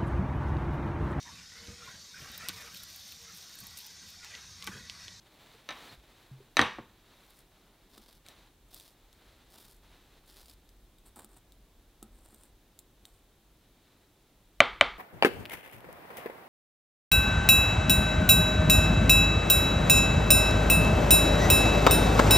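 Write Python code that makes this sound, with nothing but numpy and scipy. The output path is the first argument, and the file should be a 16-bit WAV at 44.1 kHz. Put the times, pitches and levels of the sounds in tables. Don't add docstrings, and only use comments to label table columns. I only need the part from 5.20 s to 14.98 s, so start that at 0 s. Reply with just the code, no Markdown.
import sys
import numpy as np
from scipy import signal
from scipy.fft import rfft, irfft, next_fast_len
from scipy.io import wavfile

SR = 44100
rng = np.random.default_rng(int(sys.argv[2]) if len(sys.argv) > 2 else 0)


def inscribe(sig):
    pcm = np.round(np.clip(np.atleast_2d(sig).T, -1, 1) * 32767)
    wavfile.write(sys.argv[1], SR, pcm.astype(np.int16))


N = 431298
TIME = np.arange(N) / SR
TOP_HZ = 15700

# f/Hz, level/dB
HISS_TONE = [(90, -8.5), (170, -13), (350, -12.5), (480, -18.5), (800, -20.5), (1300, -26), (2700, -29),
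             (3800, -25.5), (4900, -34), (9000, -37.5), (16000, -37)]
# t/s, relative level/dB
RUMBLE_SWELLS = [(0.0, -77), (1.65, -69), (2.12, -71.5), (6.19, -64), (7.25, -63.5), (7.55, -72),
                 (8.09, -65.5), (8.83, -75.5), (9.4, -66.5), (9.53, -54), (9.75, -59.5)]
# f/Hz, level/dB, t60/s
ROOM_BANDS = [(118.94, -5.5, .4), (276.7, -8.5, 0.383), (614, -6, 0.29), (1198.4, -7.5, .4),
              (2300, -11, .4), (3960, -9, 0.41), (6000, -13, 0.43), (12000, -16.5, .25)]
# t/s, length/s, hardest after/s, level/dB
SLEEVE_RUBS = [(0, 0.76, 0.28, -58.5), (.48, 0.31, 0.22, -54), (.76, 1, 0.22, -61.5),
               (1.68, 0.62, 0.28, -64), (2.3, 1, 0.1, -66.5), (3.045, 0.29, 0.042, -61),
               (3.45, 1.19, 0.69, -64), (4.62, 0.93, 0.1, -63), (8.4, 0.52, 0.32, -71)]
# f/Hz, level/dB
CLOTH_TONE = [(100, -5), (300, -2.5), (800, -2.5), (1800, -4.5), (2900, -6.5), (3900, -3), (5000, -13),
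              (9000, -19.5), (16000, -21)]
# t/s, f/Hz, level/dB, t60/s
SOFT_BUMPS = [(.345, 450, -51.5, .08), (.694, 4220, -48, 0.088), (0.729, 136, -49, 0.11),
              (.775, 55, -51, .3), (1.113, 132, -42, 0.42), (1.203, 400, -45.5, 0.072)]
# f/Hz, level/dB
CRACK_TONE = [(200, -7.5), (900, -0.5), (2400, 2), (4200, -4), (5300, -13.5), (9000, -16), (16000, -28)]
# t/s, level/dB, contact/ms
PENCIL_HITS = [(.4897, -11.5, 0.11), (.4935, -19.5, 0.21), (.5066, -18, 0.089), (.5118, -17.5, .2),
               (.5252, -25, 0.15), (1.3692, 2.5, 0.04), (1.3926, -9, .08), (1.4146, -1.5, .045),
               (3.0855, -31, .03)]
# f/Hz, level/dB, t60/s
PENCIL_MODES = [(286, -32, .04), (623, -23, 0.015), (1302, -28.5, 0.047), (1780, -27, 0.052),
                (2311, -26.5, 0.041), (2847, -31, 0.043), (3880, -18, .022), (4920, -21.5, 0.005),
                (6070, -24, 0.022), (9650, -31.5, 0.0037), (13700, -45.5, 0.022)]
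# t/s, level/dB, contact/ms
LANDING_HITS = [(1.3925, 4, 0.13), (1.4090, 4.5, 2.5), (1.4225, -2.5, 0.91), (1.4335, -25, 1.4),
                (1.5850, -5.5, 2.5), (1.5905, -9, 2.1)]
# f/Hz, level/dB, t60/s
LANDING_MODES = [(76.05, -42, .12), (126.07, -40, .12), (233, -31, 0.089), (308.4, -23.5, 0.042),
                 (507, -26, .04), (798, -15, 0.014), (1177, -15, 0.032), (1421, -19, 0.011),
                 (1900, -11, .022), (2370, -20.5, 0.016), (3050, -16.5, 0.0033), (4430, -23, 0.0067)]
# t/s, level/dB, contact/ms
HAND_TAPS = [(2.777, -48.5, .25), (4.362, -57, .2), (5.971, -49, .15), (6.045, -49.5, .1),
             (6.826, -42, 0.28), (7.128, -52.5, .2)]
# f/Hz, level/dB, t60/s
HELD_MODES = [(215.4, -5.5, .13), (345, -0.5, 0.04), (780, -8, 0.039), (1290, -7.5, .035),
              (3700, -14, 0.031)]
# t/s, level/dB, contact/ms
TABLE_HITS = [(9.4040, 1.5, 0.3), (9.6106, -1.5, 0.26)]
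# f/Hz, level/dB, t60/s
TABLE_MODES = [(101, -35, 0.13), (262, -36, 0.16), (568, -17, 0.083), (656, -6.5, 0.026),
               (840, -11, 0.0084), (1174, -5.5, 0.018), (1515, -3.5, 0.012), (1960, -0.5, 0.014),
               (2347, 1.5, 0.016), (3020, 0, 0.016), (3680, -1.5, 0.009), (7800, -36, 0.0012)]
# t/s, length/s, hardest after/s, scrape/dB, pencil body/dB
SLIDE_STROKES = [(5.85, 0.053, .02, -64.5, -68), (5.955, 0.093, 0.023, -59, -56.5),
                 (6.085, .11, 0.089, -66, -67.5), (6.92, 0.39, 0.226, -65, -68),
                 (7.855, .16, 0.021, -72.5, -75)]
# f/Hz, level/dB
METAL_TONE = [(4000, -5), (6500, -17), (7400, -0.5), (9100, 1.5), (10600, -8), (12500, -5), (16000, -12)]
# f/Hz, level/dB
BODY_TONE = [(120, -5), (250, 8), (450, 3), (900, 2.5), (1700, -5), (2600, -18.5), (5000, -32)]
# t/s, level/dB, f/Hz
LOUD_CHIPS = [(2.1907, -45, 13300), (2.7804, -40.5, 3700), (3.0642, -39, 2310), (3.0855, -36, 4070),
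              (3.5444, -33, 13900), (3.5993, -37.5, 3700), (3.929, -44.5, 3300), (5.258, -40, 4700),
              (5.2973, -38, 5120), (5.491, -46, 5000), (5.7844, -48, 3750), (5.9599, -38.5, 9030),
              (6.0457, -36, 8550), (6.322, -45, 3680), (6.8281, -32.5, 8000), (7.145, -40, 8660),
              (7.235, -41.5, 9220), (7.5904, -31.5, 7340), (7.8534, -34.5, 3720)]
# t/s, length/s, hardest after/s, sizzle/dB, crunch/dB, pencil body/dB
BLADE_TURNS = [(1.932, 0.3, 0.28, -70, -73.5, -74), (2.687, 0.32, 0.064, -68, -64, -64),
               (3.485, 0.25, 0.047, -63, -62.5, -67.5), (4.285, 0.3, 0.068, -61.5, -63.5, -62.5),
               (5.056, 0.3, 0.14, -64, -63.5, -65.5)]
# f/Hz, level/dB
SIZZLE_TONE = [(7000, 4.5), (9000, 8.5), (10600, 10.5), (12200, 5), (14000, 12.5), (16000, 1)]
# f/Hz, level/dB
CRUNCH_TONE = [(2900, -9.5), (3600, -1.5), (4400, -3.5), (5100, -3.5), (6200, -14.5), (9000, -26)]


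def amp(db):
    return 10 ** (np.asarray(db) / 20)


def unit(x):
    return x / np.sqrt(np.mean(x ** 2))


def add(track, s, sound):
    start = int(s * SR)
    track[start:start + len(sound)] += sound[:N - start]


def colour(x, tone):
    size = next_fast_len(len(x) + SR // 10)
    f = np.maximum(np.fft.rfftfreq(size, 1 / SR), 1)
    hz, db = np.transpose(tone)
    gain = amp(np.interp(np.log(f), np.log(hz), db)) * np.minimum(f / hz[0], 1) ** 2
    return irfft(rfft(x, size) * gain, size)[:len(x)]


def noise(tone, samples=N):
    return unit(colour(rng.standard_normal(samples), tone))


def ping(t, hz, t60):
    return np.sin(2 * np.pi * hz * t) * np.exp(-np.log(1000) * t / t60)


def wander(rate):
    steps = rng.standard_normal(8192)
    return np.interp(TIME * rate, np.arange(len(steps)), steps)


def grains(rate, spread_db):
    sizes = amp(spread_db * np.minimum(rng.exponential(size=N), 4))
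    return unit((rng.random(N) < rate / SR) * sizes * rng.standard_normal(N))


def strokes(rows, attack_s, release_s, ease_db_per_s, pulse_db=0, pulse_s=1, response=1, column=3):
    gain = np.zeros(N)
    for row in rows:
        s, length, hardest = row[:3]
        t = TIME[:int(length * SR)]
        contact = np.clip(np.minimum(t / attack_s, (length - t) / release_s), 0, 1)
        pulse = np.cos(2 * np.pi * (t - hardest) / pulse_s)
        pressure_db = pulse_db * pulse - ease_db_per_s * np.abs(t - hardest)
        add(gain, s, contact ** response * amp(row[column] + response * pressure_db))
    return gain


def background(hiss_db=-66, rumble_trim_db=3):
    hiss = noise(HISS_TONE)
    rumble = noise([(25, -2.5), (45, 6.5), (62, -5.5), (100, -17), (200, -28), (2000, -79.5)])
    swell_db = np.interp(TIME, *np.transpose(RUMBLE_SWELLS))
    dark_tone = [(30, -1), (3000, -23.5)]
    sides = np.array([amp(-6) * rng.standard_normal(N) + amp(-19) * noise(dark_tone) for _ in range(2)])
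    return amp(hiss_db) * (hiss + sides) + amp(swell_db + rumble_trim_db) * rumble


def room(send, predelay_s=0.008, early_s=0.017, early_db=2):
    t = TIME[:SR // 2]
    spectrum = rfft(rng.standard_normal(len(t)))
    log_f = np.log(np.maximum(np.fft.rfftfreq(len(t), 1 / SR), 1))
    centres = np.log(np.array(ROOM_BANDS)[:, 0])
    tail = 0
    for share, (_, db, t60) in zip(np.eye(len(ROOM_BANDS)), ROOM_BANDS):
        band = irfft(spectrum * np.interp(log_f, centres, share), len(t))
        fade = np.exp(-np.log(1000) * t / t60)
        tail += amp(db) * band * fade / np.sqrt(np.sum(fade ** 2))
    tail *= (t > predelay_s) * amp(early_db * (t < early_s))
    return signal.fftconvolve(send, tail)[:N]


def sleeves(flutter_db=1.84):
    rubs = strokes(SLEEVE_RUBS, attack_s=0.015, release_s=0.07, ease_db_per_s=21)
    rustle = unit(colour(grains(rate=18000, spread_db=-0.5), CLOTH_TONE))
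    return rustle * rubs * amp(flutter_db * wander(44))


def bumps(rise_s=0.0013):
    track, t = np.zeros(N), TIME[:SR // 3]
    for s, hz, db, t60 in SOFT_BUMPS:
        add(track, s, amp(db) * ping(t, hz, t60) * (1 - np.exp(-t / rise_s)))
    return track


def softness(hz, contact_ms):
    return 1 / (1 + (hz * contact_ms / 1000) ** 2)


def strike(blows, modes, crack_db, crack_s, ring_send_db, crack_send_db):
    cracks, pulses, rings = np.zeros((3, N))
    t, lead = TIME[:SR // 3], 64
    impulse = signal.unit_impulse(len(t), lead)
    for s, db, contact_ms in blows:
        tone = [(hz, level + 20 * np.log10(softness(hz, contact_ms))) for hz, level in CRACK_TONE]
        burst = rng.standard_normal(len(t)) * np.exp(-t / crack_s)
        add(cracks, s, amp(db) * colour(burst, tone))
        add(pulses, s - lead / SR, amp(db) * np.sqrt(crack_s * SR / 2) * colour(impulse, tone))
        for k, (hz, mode_db, t60) in enumerate(modes):
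            add(rings, s, (-1) ** k * softness(hz, contact_ms) * amp(db + mode_db) * ping(t, hz, t60))
    direct = rings + amp(crack_db) * cracks
    send = amp(ring_send_db) * rings + amp(crack_send_db) * pulses
    return np.array([direct, send])


def pencil_clacks():
    return strike(PENCIL_HITS, PENCIL_MODES, crack_db=-13.5, crack_s=0.003,
                  ring_send_db=-2, crack_send_db=-4)


def sharpener_landing():
    return strike(LANDING_HITS, LANDING_MODES, crack_db=-8.5, crack_s=0.0027,
                  ring_send_db=-7.5, crack_send_db=-1)


def hand_taps():
    return strike(HAND_TAPS, HELD_MODES, crack_db=-16, crack_s=0.003, ring_send_db=2, crack_send_db=-9)


def table_knocks():
    return strike(TABLE_HITS, TABLE_MODES, crack_db=-1.5, crack_s=0.0025,
                  ring_send_db=-13, crack_send_db=6.5)


def scrape(rows, shape, voices, slip_rate, spread_db, catch_rate, catch_db):
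    slips = unit(grains(slip_rate, spread_db) * amp(catch_db * wander(catch_rate)))
    return sum(unit(colour(slips, tone)) * strokes(rows, response=response, column=column, **shape)
               for column, (tone, response) in enumerate(voices, start=3))


def sliding():
    shape = dict(attack_s=0.01, release_s=0.015, ease_db_per_s=37, pulse_db=2.5, pulse_s=0.087)
    voices = [(METAL_TONE, 1.1), (BODY_TONE, 0.9)]
    return scrape(SLIDE_STROKES, shape, voices,
                  slip_rate=3000, spread_db=-0.5, catch_rate=310, catch_db=3.5)


def splinters(per_turn=3, over_sizzle_db=7.5, scatter_db=2.5, low_hz=3500, high_hz=9600):
    rows = []
    for s, length, _, sizzle_db, _, _ in BLADE_TURNS:
        for when, size, pitch in rng.random((per_turn, 3)):
            db = sizzle_db + over_sizzle_db + scatter_db * (2 * size - 1)
            rows.append((s + when * length, db, low_hz * (high_hz / low_hz) ** pitch))
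    return rows


def chips(crack_s=0.00076, ring_s=0.0017, sharpener_hz=3700, sharpener_s=0.0015, metal_s=0.009):
    track, t = np.zeros(N), TIME[:SR // 20]
    for s, db, hz in list(LOUD_CHIPS) + splinters():
        crack = noise([(min(hz, 7000), 0), (TOP_HZ, -2)], len(t)) * np.exp(-t / crack_s) / 2
        ring = amp(-10) * np.sin(2 * np.pi * hz * t) * np.exp(-t / ring_s)
        sharpener = amp(-17) * np.sin(2 * np.pi * sharpener_hz * t) * np.exp(-t / sharpener_s)
        metal = amp(-21) * noise(METAL_TONE, len(t)) * np.exp(-t / metal_s)
        add(track, s, amp(db) * (crack + ring + sharpener + metal))
    return track


def cutting():
    shape = dict(attack_s=0.044, release_s=0.03, ease_db_per_s=22, pulse_db=1.4, pulse_s=0.14)
    voices = [(SIZZLE_TONE, 0.8), (CRUNCH_TONE, 1.3), (BODY_TONE, 2.1)]
    return scrape(BLADE_TURNS, shape, voices,
                  slip_rate=2500, spread_db=-2.5, catch_rate=140, catch_db=3.6)


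def scene(hands_send_db=-9):
    blows, blows_send = table_knocks() + pencil_clacks() + sharpener_landing() + hand_taps()
    hands = cutting() + sliding() + chips() + bumps()
    reverb = room(blows_send + amp(hands_send_db) * hands)
    return blows + hands + reverb + sleeves() + background()


def record(dry, knee=3.5):
    squashed = dry / (1 + np.abs(dry) ** knee) ** (1 / knee)
    return signal.sosfilt(signal.ellip(8, 0.2, 70, TOP_HZ, fs=SR, output="sos"), squashed)


dry = scene()
out = record(dry)
inscribe(out)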